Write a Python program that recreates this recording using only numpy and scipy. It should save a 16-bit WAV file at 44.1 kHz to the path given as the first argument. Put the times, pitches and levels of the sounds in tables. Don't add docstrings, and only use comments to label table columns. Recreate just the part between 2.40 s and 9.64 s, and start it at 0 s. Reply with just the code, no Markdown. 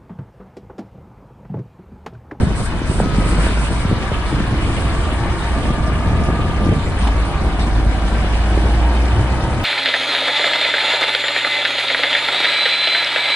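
import sys
import numpy as np
from scipy import signal
from scipy.fft import rfft, irfft, next_fast_len
from scipy.io import wavfile

SR = 44100
rng = np.random.default_rng(int(sys.argv[2]) if len(sys.argv) > 2 else 0)


def master_out(mix):
    frames = np.transpose(np.atleast_2d(mix))
    ceiling = np.clip(frames, -1, 1)
    pcm = np.round(ceiling * 32767).astype(np.int16)
    wavfile.write(sys.argv[1], SR, pcm)


N = 319284
TIME = np.arange(N) / SR


def from_db(db):
    return 10 ** (np.asarray(db) / 20)


def unit_rms(x):
    return x / np.sqrt(np.mean(x ** 2) + 1e-20)


def in_time(rows):
    return np.interp(TIME, *np.transpose(rows))


def at_hz(points, hz):
    freq_hz, value = np.transpose(points)
    return np.interp(np.log(np.maximum(hz, 1)), np.log(freq_hz), value)


def swell(start_s, end_s):
    along = np.clip((TIME - start_s) / (end_s - start_s), 0, 1)
    return np.sqrt(4 * along * (1 - along))


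def drift(corner_hz):
    coarse_s = TIME[::32]
    pole = np.exp(-2 * np.pi * corner_hz * coarse_s[1])
    slow = signal.lfilter([1], [1, -2 * pole, pole * pole], rng.standard_normal(2 * len(coarse_s)))
    return np.interp(TIME, coarse_s, unit_rms(slow[len(coarse_s):]))


def tone(cycles):
    return np.sin((2 * np.pi * (cycles % 1)).astype(np.float32))


def shaped(x, gain_at):
    size = next_fast_len(N + 4096)
    hz = np.arange(size // 2 + 1) * SR / size
    return irfft(rfft(x, size) * gain_at(hz), size)[..., :N]


def coloured(x, spectrum):
    return unit_rms(shaped(x, lambda hz: from_db(at_hz(spectrum, hz))))


# time_s, level_db
BREEZE = [(0, -22.5), (1.1, -24.5), (2.4, -26), (3.0, -24), (3.4, -23.5), (4.3, -22.5), (4.7, -25.5),
          (7.24, -28)]
# peak_s, half_length_s, level_db
GUSTS = [(0.023, 0.17, -16), (0.48, 0.055, -21.5), (0.605, 0.088, -22), (0.84, 0.3, -19.5),
         (1.038, 0.2, -20.5), (1.31, 0.055, -19.5), (1.558, 0.15, -18.5), (1.968, 0.18, -22),
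         (2.135, 0.081, -21.5), (2.277, 0.11, -26), (2.41, 0.31, -24), (2.835, 0.1, -24),
         (3.503, 0.57, -25), (3.93, 0.42, -22.5), (4.29, 0.22, -19), (5.002, 0.22, -26.5),
         (5.42, 0.27, -21.5), (5.757, 0.21, -22), (6.255, 0.2, -26), (6.795, 0.15, -26),
         (7.115, 0.37, -26.5)]

def wind_level_db():
    power = from_db(in_time(BREEZE)) ** 2
    for peak_s, half_length_s, level_db in GUSTS:
        bell = np.cos(np.pi / 2 * np.clip((TIME - peak_s) / half_length_s, -1, 1)) ** 2
        power = power + (from_db(level_db) * bell) ** 2
    return 10 * np.log10(power)


# freq_hz, gain_db
SLAP_SPECTRUM = [(25, -13), (50, -2.5), (85, 3.5), (130, -1), (190, -1.5), (270, -5.5), (420, -11.5),
                 (800, -19.5), (2000, -74)]
# freq_hz, gain_db
RUMBLE_SPECTRUM = [(12, -31), (24, -9), (36, -4), (50, -4.5), (80, -4.5), (120, -13.5), (300, -32),
                   (1000, -88)]

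def wind(lump_db, lump_hz, rumble_db, rumble_follow, side_db):
    gust_db = wind_level_db()
    lumps = from_db(lump_db * np.clip(drift(lump_hz), -2, 2))
    slaps = from_db(gust_db) * coloured(lumps * rng.standard_normal((2, N)), SLAP_SPECTRUM)
    rumble_gain = from_db(rumble_db + rumble_follow * (gust_db - gust_db.mean()))
    mid, side = slaps + rumble_gain * coloured(rng.standard_normal((2, N)), RUMBLE_SPECTRUM)
    return mid + from_db(side_db) * side * [[1], [-1]]


# start_s, peak_db, ring_hz
EDDY_POPS = [(.014, -13, 300), (.028, -16, 240), (.069, -6, 144), (.417, -10, 279), (.497, -3.5, 141),
             (0.5997, -10.5, 850), (0.6018, -2.5, 534), (0.6029, -10, 170), (0.612, -10, 150),
             (0.642, -10, 151), (.672, -8.5, 200), (0.783, -6.5, 182), (.926, -10, 330), (1.024, -14, 520),
             (1.067, -10.5, 420), (1.173, -13.5, 560), (1.451, -5.5, 139), (1.5133, -5.5, 275),
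             (1.717, -9.5, 500), (1.72, -9, 115), (1.927, -9.5, 260), (2.004, -7.5, 170), (2.112, -12, 150),
             (2.121, -7, 126), (2.138, -9.5, 140), (2.726, -10.5, 260), (3.305, -10.5, 230),
             (3.901, -9, 292), (3.929, -12, 260), (4.126, -17, 298), (4.2661, -5, 217), (4.29, -7, 270),
             (4.299, -15, 240), (4.317, -11, 310), (4.331, -17, 390), (4.363, -9.5, 161),
             (5.845, -10.5, 310), (6.175, -6.5, 395), (6.177, -15, 170)]

def eddy_pops(width_cycles):
    out = np.zeros(N)
    for start_s, peak_db, ring_hz in EDDY_POPS:
        cycles = np.arange(SR // 10) * ring_hz / SR
        swing = np.sin(2 * np.pi * cycles) * cycles * np.exp(-2 * cycles / width_cycles)
        at = int(start_s * SR)
        out[at:at + len(swing)] -= from_db(peak_db) * swing / np.abs(swing).max()
    return out


# delay_s, gain_db
ECHOES = [(.0019, -14), (.0053, -13), (.0087, -13), (.0143, -12), (.023, -11), (.034, -11)]

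def reflected(x, sway):
    out = x
    for delay_s, gain_db in ECHOES:
        late_s = TIME - delay_s * (1 + sway * drift(0.402))
        out = out + from_db(gain_db) * np.array([np.interp(late_s, TIME, channel) for channel in x])
    return unit_rms(out)


# open_s, close_s, level_db
SPURTS = [(0, 0.024, -33), (0.14, 0.26, -32.5), (0.45, 0.615, -33.5), (0.54, 0.585, -38),
          (0.73, 1.436, -38), (0.837, 0.9, -32.5), (0.99, 1.06, -32.5), (1.167, 1.246, -37),
          (1.84, 1.896, -38), (2.193, 2.422, -39), (2.418, 2.8, -43.5), (2.89, 3.288, -43),
          (3.42, 3.48, -41), (5.21, 5.238, -44), (5.65, 7.24, -51)]
# freq_hz, gain_db
HISS_SPECTRUM = [(2500, -25), (4600, -3), (6200, -10), (7500, -5), (8000, 0), (8550, 1), (9000, -3),
                 (10000, -6), (11000, -6)]

def valve_hiss(idle_db, rise_s, fall_s, flutter_db):
    power = from_db(idle_db) ** 2
    for open_s, close_s, level_db in SPURTS:
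        rise = 1 - np.exp(-np.maximum(TIME - open_s, 0) / rise_s)
        fall = np.exp(-np.clip((TIME - close_s) / fall_s, 0, 20))
        power = power + (from_db(level_db) * rise * fall) ** 2
    jet = rng.standard_normal((2, N)) * from_db(flutter_db * drift(25.0))
    return np.sqrt(power) * coloured(jet, HISS_SPECTRUM)


# start_s, end_s, level_db
WHISTLES = [(.62, .98, -34.5), (1.7, 2.0, -38.5), (3.55, 4.2, -40.5), (4.6, 5.0, -43), (6.0, 6.2, -44),
            (6.9, 7.24, -37.5)]

def valve_whistle(pitch_hz, waver_hz, ramp_s):
    level = 0
    for start_s, end_s, level_db in WHISTLES:
        inside_s = np.minimum(TIME - start_s, end_s - TIME)
        level = level + from_db(level_db) * np.clip(inside_s / ramp_s + .5, 0, 1)
    return level * np.sqrt(2) * tone(np.cumsum(pitch_hz + waver_hz * drift(25.0)) / SR)


# start_s, length_s, start_hz, end_hz, level_db, rough_hz
SQUEAKS = [(4.398, .1, 7170, 7220, -38, 25), (4.583, .022, 8620, 8680, -35.5, 100),
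           (4.605, .065, 8780, 9150, -43, 240), (4.76, .075, 6900, 7300, -44, 130),
           (4.845, .07, 8550, 9200, -46, 260), (5.21, .036, 8200, 8500, -42, 380)]

def stone_squeaks():
    out, jitter = 0, drift(223.6)
    for start_s, length_s, start_hz, end_hz, level_db, rough_hz in SQUEAKS:
        along = np.clip((TIME - start_s) / length_s, 0, 1)
        pitch_hz = start_hz + along * (end_hz - start_hz) + rough_hz * jitter
        out = out + from_db(level_db) * swell(start_s, start_s + length_s) * tone(np.cumsum(pitch_hz) / SR)
    return out


# start_s, end_s, level_db
POURS = [(.68, 1.25, -40.5), (1.6, 2.7, -41), (4.596, 4.72, -36.5), (5.7, 7.0, -36.5)]
# freq_hz, gain_db
GRIT_SPECTRUM = [(1500, -5), (2900, 1), (4000, -11), (5000, -8), (7000, -26)]

def grit_pours(grain_db):
    level = sum(from_db(level_db) * swell(start_s, end_s) for start_s, end_s, level_db in POURS)
    grains = rng.standard_normal((2, N)) * from_db(grain_db * drift(140.0))
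    return level * coloured(grains, GRIT_SPECTRUM)


# freq_hz, gain_db
GRAVEL_SPECTRUM = [(300, -14), (900, 1), (1500, 2), (2100, 0), (2700, -0.5), (3200, -4), (4000, -7),
                   (4700, -9.5), (5800, -15), (7000, -16), (10500, -19)]

def gravel(band_clicks_per_s, spread_db, clump_db, sand_gain, bands=12):
    out, edges_hz = 0, np.geomspace(300, 12000, bands + 1)
    for low_hz, high_hz in zip(edges_hz, edges_hz[1:]):
        hits = rng.random((2, N)) < band_clicks_per_s / SR
        strength = from_db(spread_db * np.minimum(rng.exponential(1, hits.sum()), 4))
        clicks = np.zeros((2, N))
        clicks[hits] = strength * rng.choice([-1, 1], hits.sum())
        sand = sand_gain * rng.standard_normal((2, N))
        flow = (unit_rms(clicks) + sand) * from_db(clump_db * drift(26.0))
        band = signal.butter(2, [low_hz, high_hz], "band", fs=SR, output="sos")
        out = out + signal.sosfilt(band, flow)
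    return coloured(out, GRAVEL_SPECTRUM)


# start_s, level_db
CRACKS = [(.745, -27.5), (1.035, -27.5), (1.626, -26.5), (4.61, -30.5), (4.671, -25.5), (5.194, -25),
          (5.678, -28.5)]

def stone_cracks(decay_s):
    level = sum(from_db(level_db) * (TIME >= start_s) * np.exp(-np.abs(TIME - start_s) / decay_s)
                for start_s, level_db in CRACKS)
    return level * coloured(rng.laplace(size=(2, N)), GRAVEL_SPECTRUM)


# start_s, end_s, level_db
WHINES = [(1.297, 2.0, -37), (2.25, 2.45, -34), (2.592, 2.765, -32), (3.05, 4.47, -32.5), (4.22, 4.44, -39)]

def gear_whine(firings, upper_db, flutter_db):
    level = sum(from_db(level_db) * swell(start_s, end_s) for start_s, end_s, level_db in WHINES)
    lower = tone(21 * firings) * from_db(flutter_db * drift(22.0))
    upper = tone(48 * firings) * from_db(upper_db + flutter_db * drift(22.0))
    return level * (lower + upper)


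# start_s, end_s, pitch_hz, width_hz, level_db
NOISE_BANDS = [(.85, 1.3, 1406, 50, -41), (1.4, 2.0, 1680, 120, -43.5), (1.843, 2.6, 301, 50.3, -31),
               (2.2, 3.5, 1155, 110, -37.5), (2.65, 3.55, 923, 22, -34.5), (2.6, 3.25, 1810, 130, -39.5),
               (3.002, 4.1, 673, 90, -34.5), (3.2, 4.5, 164, 50, -30), (5.1, 7.4, 204, 45, -33.5),
               (3.0, 4.4, 1710, 45, -41.5), (3.05, 4.4, 1195, 60, -38), (3.5, 4.2, 925, 45, -38),
               (4.62, 4.71, 900, 400, -30.5), (4.55, 5.35, 1157, 90, -37), (4.548, 6.3, 748, 50, -36),
               (4.553, 5.5, 298, 59.6, -35), (5.35, 6.0, 1564, 40, -43), (5.89, 7.4, 316, 70, -30.5),
               (6.005, 7.4, 507, 110, -36), (6.1, 6.7, 695, 60, -34), (6.15, 6.6, 827, 70, -35.5),
               (6.4, 6.56, 917, 80, -29.5), (6.6, 7.5, 900, 70.4, -35), (6.55, 7.4, 773, 50, -37),
               (6.692, 6.87, 103, 30, -17), (6.85, 7.4, 120, 35, -24.5)]

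def pulsing_bands(firings, knock, decay_cycles):
    out, bursts = 0, 1 + knock * np.exp(-(firings % 1) / decay_cycles)
    for start_s, end_s, pitch_hz, width_hz, level_db in NOISE_BANDS:
        edges_hz = [pitch_hz - width_hz / 2, pitch_hz + width_hz / 2]
        band = signal.butter(2, edges_hz, "band", fs=SR, output="sos")
        noise = unit_rms(signal.sosfilt(band, bursts * rng.standard_normal(N)))
        out = out + from_db(level_db) * swell(start_s, end_s) * unit_rms(noise * bursts)
    return out


# freq_hz, gain_db
BLOCK_SPECTRUM = [(80, -19), (115, 5), (170, -1), (230, -3), (310, 3.5), (420, -4), (540, -6.5), (680, -1),
                  (900, -3), (1080, -27), (1600, -16.5), (2400, -11)]
# time_s, level_db
GROWL = [(0, -47), (2.4, -33), (3.0, -29), (4.35, -34), (4.7, -31.5), (7.24, -28)]

def block_growl(firings, firing_hz, wander_db, jitter_hz):
    out = 0
    for halves in range(3, 64):
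        response_db = np.interp(TIME, TIME[::512], at_hz(BLOCK_SPECTRUM, firing_hz[::512] * halves / 2))
        order_db = response_db - 1.9 * (halves % 2) + wander_db * drift(3.4)
        slip_cycles = np.cumsum(jitter_hz * halves * drift(39.7)) / SR
        out = out + from_db(order_db) * tone(firings * halves / 2 + slip_cycles + rng.random())
    return from_db(in_time(GROWL)) * unit_rms(out)


# freq_hz, gain_db
CLATTER_SPECTRUM = [(60, 11.5), (200, -2), (320, 5), (520, -3.5), (690, 5.5), (810, -2), (930, 4),
                    (1060, 1), (1300, 0.5), (1800, -8), (3000, -16.5), (6000, -54), (11000, -53)]

def diesel_clatter(firings, knock, decay_cycles, uneven_db):
    cylinder_gain = from_db(uneven_db * np.cos(2 * np.pi * np.floor(firings) / 6))
    bursts = 1 + knock * cylinder_gain * np.exp(-(firings % 1) / decay_cycles)
    return coloured(bursts * rng.standard_normal((2, N)), CLATTER_SPECTRUM)


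# time_s, level_db
DRONE = [(0, -24), (.3, -26), (.56, -18), (.66, -22), (.78, -12), (.9, -16.5), (1.05, -14.5), (1.3, -18.5),
         (1.6, -23), (2.0, -20), (2.75, -18), (2.92, -22), (3.4, -16), (4.0, -23.5), (4.53, -26),
         (4.63, -11), (4.76, -13), (4.92, -20), (5.28, -12.5), (5.5, -12), (5.6, -16.5), (5.9, -12.5),
         (6.3, -10.7), (6.62, -10), (6.85, -15.5), (7.12, -18), (7.24, -28)]

def exhaust(firings, throb_db):
    return from_db(in_time(DRONE) - throb_db * drift(11.0)) * tone(firings)


# freq_hz, correlation
LIKENESS = [(300, .93), (550, .78), (920, .88), (1300, .68), (1650, .66), (2200, .15), (2480, .7),
            (2730, .92), (2930, .2), (3180, .64), (3400, .25), (3550, .66), (4050, .12), (4550, .42),
            (5400, .42), (6000, .12), (7700, .38), (8200, .6), (8700, .96), (9600, .98), (10250, .5),
            (10650, .9)]
# freq_hz, balance_db
BALANCE = [(300, -0.5), (950, .5), (1300, 3.5), (1800, 2), (2250, 3), (2650, -3.5), (2950, 1), (4500, -0.2),
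           (9000, -0.5)]
# freq_hz, lead_rad
PHASE_LEAD = [(1000, 0), (1450, -.3), (1780, 0), (1960, .6), (2090, 2.7), (2290, .9), (2750, 3.1),
              (2880, 3.5), (3020, 7.1), (3300, 8.8), (3450, 12.5), (3700, 13.2), (4350, 21.9), (4750, 22.8),
              (7200, 21.9), (7700, 20), (8400, 18.9), (9750, 18.8), (10250, 17.9), (10450, 15.9)]

def microphone_pair(diffuse, direct):
    sign = np.array([[1], [-1]])
    mid, side = shaped(diffuse, lambda hz: np.sqrt((1 + sign * at_hz(LIKENESS, hz)) / 2))

    def port_gain(hz):
        return from_db(sign * at_hz(BALANCE, hz) / 2) * np.exp(.5j * sign * at_hz(PHASE_LEAD, hz))
    return shaped(direct + mid + sign * side, port_gain)


# time_s, firing_hz
ENGINE_SPEED = [(0, 54), (.45, 47), (.6, 43.5), (.78, 42), (.93, 49), (1.1, 54), (1.3, 55.9), (2, 55.9),
                (2.25, 54.6), (2.42, 55), (2.68, 56.5), (3.9, 57.0), (4.3, 56.9), (4.45, 54.8), (4.7, 55.5),
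                (5, 53), (5.3, 52.6), (5.8, 54.6), (6.2, 57), (6.42, 57.7), (6.6, 60), (6.85, 61.5),
                (7.1, 65), (7.24, 65)]
# time_s, level_db
BLADE_LOAD = [(0, -32.5), (.5, -32), (1.04, -28), (1.35, -30), (2.8, -30), (3.5, -31.5), (4.55, -32),
              (4.61, -29.5), (4.67, -31.5), (4.72, -31), (5.5, -31.5), (5.75, -30), (7.24, -31)]

def scene():
    firing_hz, load_db = in_time(ENGINE_SPEED), in_time(BLADE_LOAD)
    firings = np.cumsum(firing_hz * (1 + 0.00203 * drift(19.3))) / SR
    drone = exhaust(firings, throb_db=0.25)
    growl = block_growl(firings, firing_hz, wander_db=4.0, jitter_hz=0.4034)
    bands = pulsing_bands(firings, knock=0.66, decay_cycles=0.22)
    clatter_db = -28.5 + 0.93 * (load_db - load_db.mean())
    clatter = diesel_clatter(firings, knock=1.4, decay_cycles=0.24, uneven_db=2.0)
    clatter = from_db(clatter_db) * reflected(clatter, sway=0.04)
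    gears = gear_whine(firings, upper_db=-11.0, flutter_db=2.2)
    stones = gravel(band_clicks_per_s=1500, spread_db=3.0, clump_db=2.5, sand_gain=0.61)
    stones = from_db(load_db) * reflected(stones, sway=0.0356)
    blade = stone_cracks(decay_s=0.017) + grit_pours(grain_db=3.0)
    hiss = valve_hiss(idle_db=-52, rise_s=.02, fall_s=.03, flutter_db=1.5)
    whistle = valve_whistle(pitch_hz=1268, waver_hz=6.3, ramp_s=0.068)
    gusts = wind(lump_db=3.0, lump_hz=44.0, rumble_db=-22.5, rumble_follow=0.31, side_db=-12.0)
    diffuse = clatter + stones + blade + hiss
    direct = drone + growl + bands + gears + stone_squeaks() + whistle
    return microphone_pair(diffuse, direct) + gusts + eddy_pops(width_cycles=0.64)


def record(dry):
    ceiling, cutoff_hz = .9, 10650
    rounded = dry / (1 + (dry / ceiling) ** 8) ** (1 / 8)
    return signal.sosfilt(signal.ellip(10, .2, 90, cutoff_hz, fs=SR, output="sos"), rounded)


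dry = scene()
out = record(dry)
master_out(out)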